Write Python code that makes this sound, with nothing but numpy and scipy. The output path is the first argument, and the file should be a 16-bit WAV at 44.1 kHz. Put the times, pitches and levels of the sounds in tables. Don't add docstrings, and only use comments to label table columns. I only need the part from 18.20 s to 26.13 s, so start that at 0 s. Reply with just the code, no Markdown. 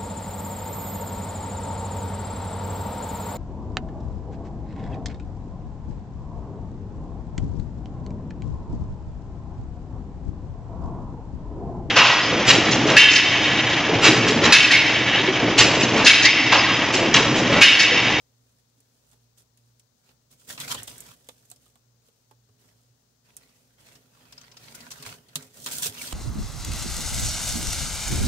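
import sys
import numpy as np
from scipy import signal
from scipy.fft import rfft, irfft, next_fast_len
from scipy.io import wavfile
from scipy.ndimage import uniform_filter1d, map_coordinates

SR = 44100
rng = np.random.default_rng(int(sys.argv[2]) if len(sys.argv) > 2 else 0)


def file_out(sig):
    cols = np.atleast_2d(sig).T
    lim = np.clip(cols, -1, 1)
    pcm = np.round(lim * 32767).astype(np.int16)
    wavfile.write(sys.argv[1], SR, pcm)


N = 349713

# start in seconds, length in seconds,
# relative level in dB, light over heavy contact in dB, swell from start to end in dB.
STROKES = [(0.548, 0.045, -73, 7, 0), (0.91, 0.046, -66.5, 1, -9), (1.166, 0.044, -60.5, 11, -2),
           (1.828, 0.082, -66.5, -4, 8), (2.102, 0.038, -56, 7.5, -8), (2.164, 0.13, -60, 11, 8),
           (2.268, 0.034, -40, 6.5, 14.5), (2.312, 0.058, -45, 8, -11), (2.382, 0.071, -38, -0.5, 1),
           (2.468, .058, -31.5, -2.5, 9.5), (2.531, 0.061, -42, -3, 4.5), (2.6, 0.29, -50.5, 2.5, 0.5),
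           (2.667, 0.076, -45.5, 9, -11), (2.918, 0.58, -65, 9.5, -5), (3.806, 0.072, -74.5, 10, 17),
           (4.379, 0.2, -67.5, 1, -11), (5.028, 0.22, -65.5, -4, 2.5), (5.258, 0.35, -70, 0, -2),
           (5.569, 0.2, -59, -4, 2), (5.774, 0.18, -68, -7, 3), (5.925, 0.58, -60, -8, 0),
           (6.384, 0.14, -53.5, -2, 1.5), (6.532, 0.14, -49.5, -4, -4), (6.7, 0.15, -50, 1.5, -1),
           (6.847, 0.12, -44, -2.5, -18.5), (6.95, 0.26, -62.5, -8, 0), (7.153, 0.095, -51, 1, 1),
           (7.26, 0.087, -64, 2, 12), (7.331, 0.054, -47, 8, 11), (7.384, 0.067, -46, 17, 7.5),
           (7.456, 0.044, -34, 1, -8.5), (7.5, 0.098, -31.5, 16.5, -2.5), (7.613, 0.061, -30.5, 12, 4.5),
           (7.68, 0.11, -46.5, 1.5, 9.5), (7.772, 0.18, -38.5, 6, 7), (7.805, 0.018, -34.5, 8, 5)]


def amp(db):
    return 10 ** (np.asarray(db) / 20)


def unit(x):
    return x / np.sqrt(np.mean(x ** 2) + 1e-20)


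def along(points, hz):
    freqs, values = np.transpose(points)
    return np.interp(np.log(hz + 1), np.log(freqs + 1), values)


def wobble(rate, count=N):
    return map_coordinates(rng.standard_normal(int(count * rate / SR) + 4), [np.arange(count) * rate / SR])


def burst(t, attack, t60):
    return (1 - np.exp(-t / attack)) * 10 ** (-3 * t / t60)


def noise():
    return rng.standard_normal((2, N))


def filtered(x, response):
    count = x.shape[-1]
    size = next_fast_len(count + count // 10)
    return irfft(rfft(x, size) * response(np.fft.rfftfreq(size, 1 / SR)), size)[..., :count]


def ringing(modes, f):
    return 1 + sum(amp(db) * 1j * f * width / (hz * hz - f * f + 1j * f * width) for hz, width, db in modes)


def coloured(x, spectrum, modes=()):
    return unit(filtered(x, lambda f: amp(along(spectrum, f)) * ringing(modes, f)))


def at_microphones(pair):
    likeness = [(150, 0.91), (380, 0.77), (650, 0.44), (1000, 0), (16000, 0)]
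    balance = [(60, -2.5), (150, -2.5), (300, -2), (1100, -6.5), (2000, -1), (4200, -1), (6600, 4.5),
               (8400, -11), (10000, -4.5), (14000, -2)]
    blend = lambda f: np.arcsin(np.clip(along(likeness, f), -1, 1)) / 2
    own = filtered(pair, lambda f: np.cos(blend(f)))
    crossed = filtered(pair[::-1], lambda f: np.sin(blend(f)))
    sides = lambda f: amp(np.outer([.5, -.5], along(balance, f)))
    return filtered(own + crossed, lambda f: sides(f) / np.sqrt(np.mean(sides(f) ** 2, axis=0)))


def microphone_hiss():
    # frequency in Hz, relative level in dB.
    left_colour = [(500, 3), (2200, -10.5), (4000, 3), (6500, 5), (8200, -3), (11000, -9.5), (16000, -3)]
    right_colour = [(500, 10), (2200, 0.5), (3600, -2), (6000, -4), (8400, -20), (10500, -15), (16000, 5)]
    left, right = noise()
    return np.array([amp(-68) * coloured(left, left_colour), amp(-73) * coloured(right, right_colour)])


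def room_tone():
    # frequency in Hz, relative level in dB.
    hum_tones = [(59.2, -81.5), (118.6, -72), (121.2, -88), (242, -97.5)]
    room_colour = [(25, -34), (38, -23), (52, -12), (80, -3.5), (125, 4), (190, -6.5), (245, 2.5),
                   (320, -14.5), (440, -6), (700, -14.5), (1500, -16), (3000, -26.5), (8000, -41)]
    t = np.arange(N) / SR
    hum = np.zeros(N)
    for hz, db in hum_tones:
        level = np.sqrt(2) * amp(db + 4.1 * wobble(6.6))
        hum += level * np.sin(2 * np.pi * hz * t + 1.85 * wobble(1.8))
    return hum * amp([[-.8], [.8]]) + amp(-73.5) * at_microphones(coloured(noise(), room_colour))


def glass_echoes(x, t60, attack):
    t = np.arange(SR // 4) / SR
    tail = rng.standard_normal((2, len(t))) * burst(t, attack, t60)
    tail /= np.linalg.norm(tail, axis=1, keepdims=True)
    return signal.fftconvolve(x, tail, axes=1)[:, :N]


def footfalls():
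    # start in seconds, relative level in dB, pitch in Hz, t60 in seconds.
    landings = [(0.575, -61, 272, 0.18), (2.494, -40, 122, 0.19), (2.555, -43, 112.2, 0.43),
                (3.089, -59, 251, 0.092), (4.287, -56.5, 105, 0.28), (4.469, -58, 111.8, 0.51),
                (6.126, -54, 133, 0.22), (6.488, -50.5, 228, 0.32), (6.599, -52.5, 235.3, 0.72),
                (6.795, -42, 139, 0.15), (6.862, -41.5, 110, 0.21), (7.157, -32, 150, 0.13),
                (7.687, -38, 110, 0.17), (7.913, -51, 130, 0.24)]
    # frequency in Hz, level against the thud in dB, t60 in seconds.
    pane_modes = [(95, -24, 0.63), (259, -11, 0.36), (420, -17.5, 0.44), (603, -21, 0.22)]
    t = np.arange(SR // 2) / SR
    ring = sum(amp(db) * np.sin(2 * np.pi * hz * t) * burst(t, attack=0.013, t60=t60)
               for hz, db, t60 in pane_modes)
    out = np.zeros(N + SR)
    for start, db, hz, t60 in landings:
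        thud = np.sin(2 * np.pi * hz * t) * burst(t, attack=0.0055, t60=t60)
        out[round(start * SR):][:len(t)] += amp(db) * (thud + ring)
    return out[:N] * amp([[-1], [1]])


def claw_scratches():
    # start and length in seconds, first and last pitch in Hz, relative level in dB.
    drags = [(2.428, .04, 2610, 1800, -46), (2.507, 0.019, 2940, 3200, -29.5),
             (2.553, 0.054, 3000, 3310, -42), (6.175, 0.013, 4740, 5450, -44),
             (6.71, .021, 2664, 7740, -44), (7.77, 0.044, 3100, 2530, -43.5),
             (7.808, 0.017, 2325, 2210, -36.5)]
    out = np.zeros((2, N + SR))
    for start, length, first_hz, last_hz, db in drags:
        hz = np.geomspace(first_hz, last_hz, round(length * SR))
        chatter = 1 + 0.056 * np.array([wobble(946, count=SR // 10) for _ in out])[:, :len(hz)]
        squeak = unit(np.sin(2 * np.pi * np.cumsum(hz * chatter, axis=1) / SR))
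        out[:, round(start * SR):][:, :len(hz)] += amp(db) * np.hanning(len(hz)) * squeak
    return out[:, :N]


def paper_snap(crease_hz, fizz_db, knock_db, knock_hz, t60, left_db):
    # frequency in Hz, relative level in dB.
    crack_colour = [(700, -29), (1500, -2), (3200, 5), (5500, 2), (8000, -1), (14000, -55)]
    fizz_colour = [(3500, -25), (6000, 0), (8500, 4.5), (11000, -3), (13500, -3), (16000, -7)]
    knock_colour = [(120, -24), (300, -1), (520, 0), (800, 2.5), (1200, 1), (1600, -9), (3000, -20.5)]
    tick_colour = [(4000, -43), (7000, 18), (13500, 8), (16000, -6)]
    t = np.arange(SR // 5) / SR
    white = rng.standard_normal((4, 2, len(t)))
    crisp = 0.034 / t60
    body = burst(t, attack=0.0012 / crisp ** 2, t60=t60)
    spike = crisp ** 2 * burst(t, attack=0.0003, t60=0.0045)
    crack = coloured(white[0], crack_colour, [(crease_hz, 450, 7)]) * (body + amp(-6.5) * spike) * amp(5)
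    fizz = coloured(white[1], fizz_colour) * body * amp(-0.5)
    tick = coloured(white[2], tick_colour) * spike * amp(16.5)
    knock = coloured(white[3], knock_colour) * burst(t, attack=0.001, t60=0.058) * amp(1.5)
    hollow = np.sin(2 * np.pi * knock_hz * t) * burst(t, attack=0.00057, t60=0.058) * amp(-0.5)
    snap = crack + amp(fizz_db) * (fizz + tick) + amp(knock_db) * (knock + hollow)
    return amp([[left_db / 2], [-left_db / 2]]) * snap


def relaxing_creases(per_stroke=2, mean_delay_s=0.36, fizz_db=13):
    for start, length, db, *_ in STROKES:
        for wait in rng.exponential(size=per_stroke):
            when = min(start + length / 2 + mean_delay_s * wait, N / SR)
            yield when, db - 31 - 3 * wait, fizz_db


def crackling_paper():
    # start in seconds, relative level in dB, fizz and knock gains in dB, knock pitch in Hz.
    claw_taps = [(0.932, -64, -1, -2, 830), (1.89, -60.5, -17, -6, 910), (2.307, -42, 0, -29, 1250),
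                 (2.377, -37.5, -13, -4, 1050), (2.402, -33.5, 2.5, -22, 1250), (2.412, -36, -3, -25, 1260),
                 (2.546, -35, 3, 0.5, 1040), (2.621, -45, -19, -3, 1275), (2.677, -37.5, -0.5, -9, 602),
                 (3.088, -42, 0, -4, 500), (3.3149, -50, 6.5, -6, 713), (3.463, -64.5, -2, -0.5, 1240),
                 (3.556, -63, 0, 3, 785), (4.111, -61.5, -1.5, 9.5, 872), (3.886, -67, -1, 1, 474),
                 (4.289, -73, -8, 6, 434), (5.686, -53, -24, -8, 1270), (7.156, -26.5, 4.5, -14, 1240),
                 (7.462, -31.5, 3, -10.5, 1212), (7.468, -36, -2, -3, 1295), (7.661, -41, 8, 1.5, 466),
                 (7.925, -32.5, -3, 1.5, 1250)]
    # start in seconds, relative level in dB, fizz gain in dB.
    claw_grips = [(5.289, -60.5, -12), (5.754, -52.5, -4.5), (6.124, -44.5, -2.5), (6.178, -45, -16),
                  (6.212, -49, -2), (6.315, -48, -25), (6.368, -43, -8), (6.438, -50, -4),
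                  (6.549, -43.5, 10), (6.604, -42, -13), (6.705, -40.5, -2), (6.715, -36, 1.5),
                  (6.799, -47, -16), (6.825, -38.5, .5), (6.862, -42, 2), (7.085, -55.5, 0.5),
                  (7.872, -36, 0)]
    crease_flicks = [(0.604, -66.5, 9), (0.914, -73, 13.5), (1.374, -61.5, 3.5), (1.596, -59.5, 4),
                     (2.632, -54, 20), (2.781, -63, 22), (2.805, -59, 23), (3.254, -72, 15),
                     (3.3013, -60, 15.5), (3.361, -62, 5), (5.167, -51.5, 12.5), (7.225, -49, 4),
                     (7.584, -41.5, 11), (7.6242, -42.5, 18)]
    out = np.zeros((2, N + SR))
    vary = lambda hz: hz * np.exp(0.14 * rng.standard_normal())

    def add(start, db, snap):
        out[:, round(start * SR):][:, :snap.shape[1]] += amp(db) * snap

    for start, db, fizz_db, knock_db, knock_hz in claw_taps:
        crease_hz = 3530 * 2 ** (fizz_db / 29)
        t60 = 0.055 * 2 ** (db / 79)
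        add(start, db, paper_snap(crease_hz, fizz_db, knock_db, knock_hz, t60, left_db=0.8))
    for start, db, fizz_db in claw_grips:
        crush = paper_snap(vary(4870), fizz_db, knock_db=-12, knock_hz=vary(1150), t60=0.049, left_db=3)
        add(start, db, crush)
    for start, db, fizz_db in [*crease_flicks, *relaxing_creases()]:
        flick = paper_snap(vary(5550), fizz_db, knock_db=-16, knock_hz=vary(520), t60=0.04, left_db=0)
        add(start, db, flick)
    return out[:, :N]


def contact_power():
    t = np.arange(SR) / SR
    split = lambda light_db: np.array([[1], [amp(light_db) ** 2]]) / (1 + amp(light_db) ** 2)
    faint_rubbing = amp(-75 + 4.25 * wobble(7.2, count=N + SR))
    power = split(light_db=6) * faint_rubbing ** 2
    for start, length, db, light_db, swell_db in STROKES:
        attack_s, release_t60 = 0.0072 + 0.1 * length, 0.075 + 0.79 * length
        rise = np.minimum(t / attack_s, 1)
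        hold = amp(db + swell_db * (np.minimum(t / length, 1) - .5))
        release = 10 ** (-3 * np.maximum(t - length, 0) / release_t60)
        power[:, round(start * SR):][:, :len(t)] += split(light_db) * (rise * hold * release) ** 2
    return power[:, :N]


def floor_rumble(heavy, light, lag_s=0.011, ceiling_db=-45.5):
    floor_colour = [(35, -36), (55, 0), (85, -3), (140, 6), (200, -2), (320, -6.5), (560, -2), (750, -8.5),
                    (1300, -18)]
    drive = np.hypot(heavy, amp(-7) * light)
    pole = np.exp(-1 / (lag_s * SR))
    shake = signal.lfilter([1 - pole], [1, -pole], drive)
    return shake / (1 + shake / amp(ceiling_db)) * coloured(noise(), floor_colour)


def flexing(x, patchy_db):
    spectra = signal.stft(x, nperseg=512)[2]
    bend = rng.standard_normal(spectra.shape)
    bend = bend + bend[::-1] * .5
    bend = uniform_filter1d(bend, size=4, axis=1)
    bend = uniform_filter1d(bend, size=10, axis=2)
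    return unit(signal.istft(spectra * amp(patchy_db * unit(bend)), nperseg=512)[1][:, :N])


def fibre_catches(per_second, life_s, spread_db=4):
    sizes = (rng.random(N) < per_second / SR) * amp(spread_db * np.minimum(rng.exponential(size=N), 4))
    t = np.arange(SR // 50) / SR
    power = np.abs(signal.fftconvolve(sizes ** 2, np.exp(-t / life_s))[:N])
    return noise() * np.sqrt(power / power.mean() + 1)


def scale_rasp(heavy, light):
    # frequency in Hz, relative level in dB.
    pressed_colour = [(300, -31), (600, -10), (1100, -2.5), (1600, -1), (3100, -4), (4000, -4),
                      (6000, -7.5), (12000, -33)]
    skimmed_colour = [(1800, -22), (3200, -2), (4300, -3.5), (6500, 0), (8500, 1), (10500, -4.5),
                      (14500, -5), (16500, -8)]
    # resonance in Hz, width in Hz, level against the direct sound in dB.
    sheet_modes = [(973, 33, 2.5), (1372, 14, 3), (1550, 10, -20), (2460, 20, -15.5), (2570, 63, -11),
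                   (3250, 53, -17)]
    grit = fibre_catches(per_second=300, life_s=0.0013)
    pressed = flexing(coloured(grit, pressed_colour, sheet_modes), patchy_db=3.5)
    fine_grit = fibre_catches(per_second=800, life_s=0.00069)
    skimmed = flexing(coloured(fine_grit, skimmed_colour), patchy_db=1.5)
    jerks = amp(1.3 * wobble(110) + 1.73 * wobble(28))
    return amp(-1) * (heavy * pressed + light * skimmed) * jerks


def scene():
    # resonance in Hz, width in Hz, level against the direct sound in dB.
    tank_modes = [(110, 29, -11), (243.4, 16, 3), (257, 10.7, 7), (417.2, 7.2, 2), (565.7, 2.5, -26)]
    heavy, light = np.sqrt(contact_power())
    lizard = scale_rasp(heavy, light) + floor_rumble(heavy, light) + crackling_paper() + claw_scratches()
    resonant = filtered(lizard, lambda f: ringing(tank_modes, f))
    tank = resonant + amp(-12) * glass_echoes(resonant, t60=0.094, attack=0.0029)
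    return at_microphones(tank) + footfalls() + room_tone() + microphone_hiss()


def record(dry):
    return filtered(dry, lambda hz: hz < 15750)


dry = scene()
out = record(dry)
file_out(out)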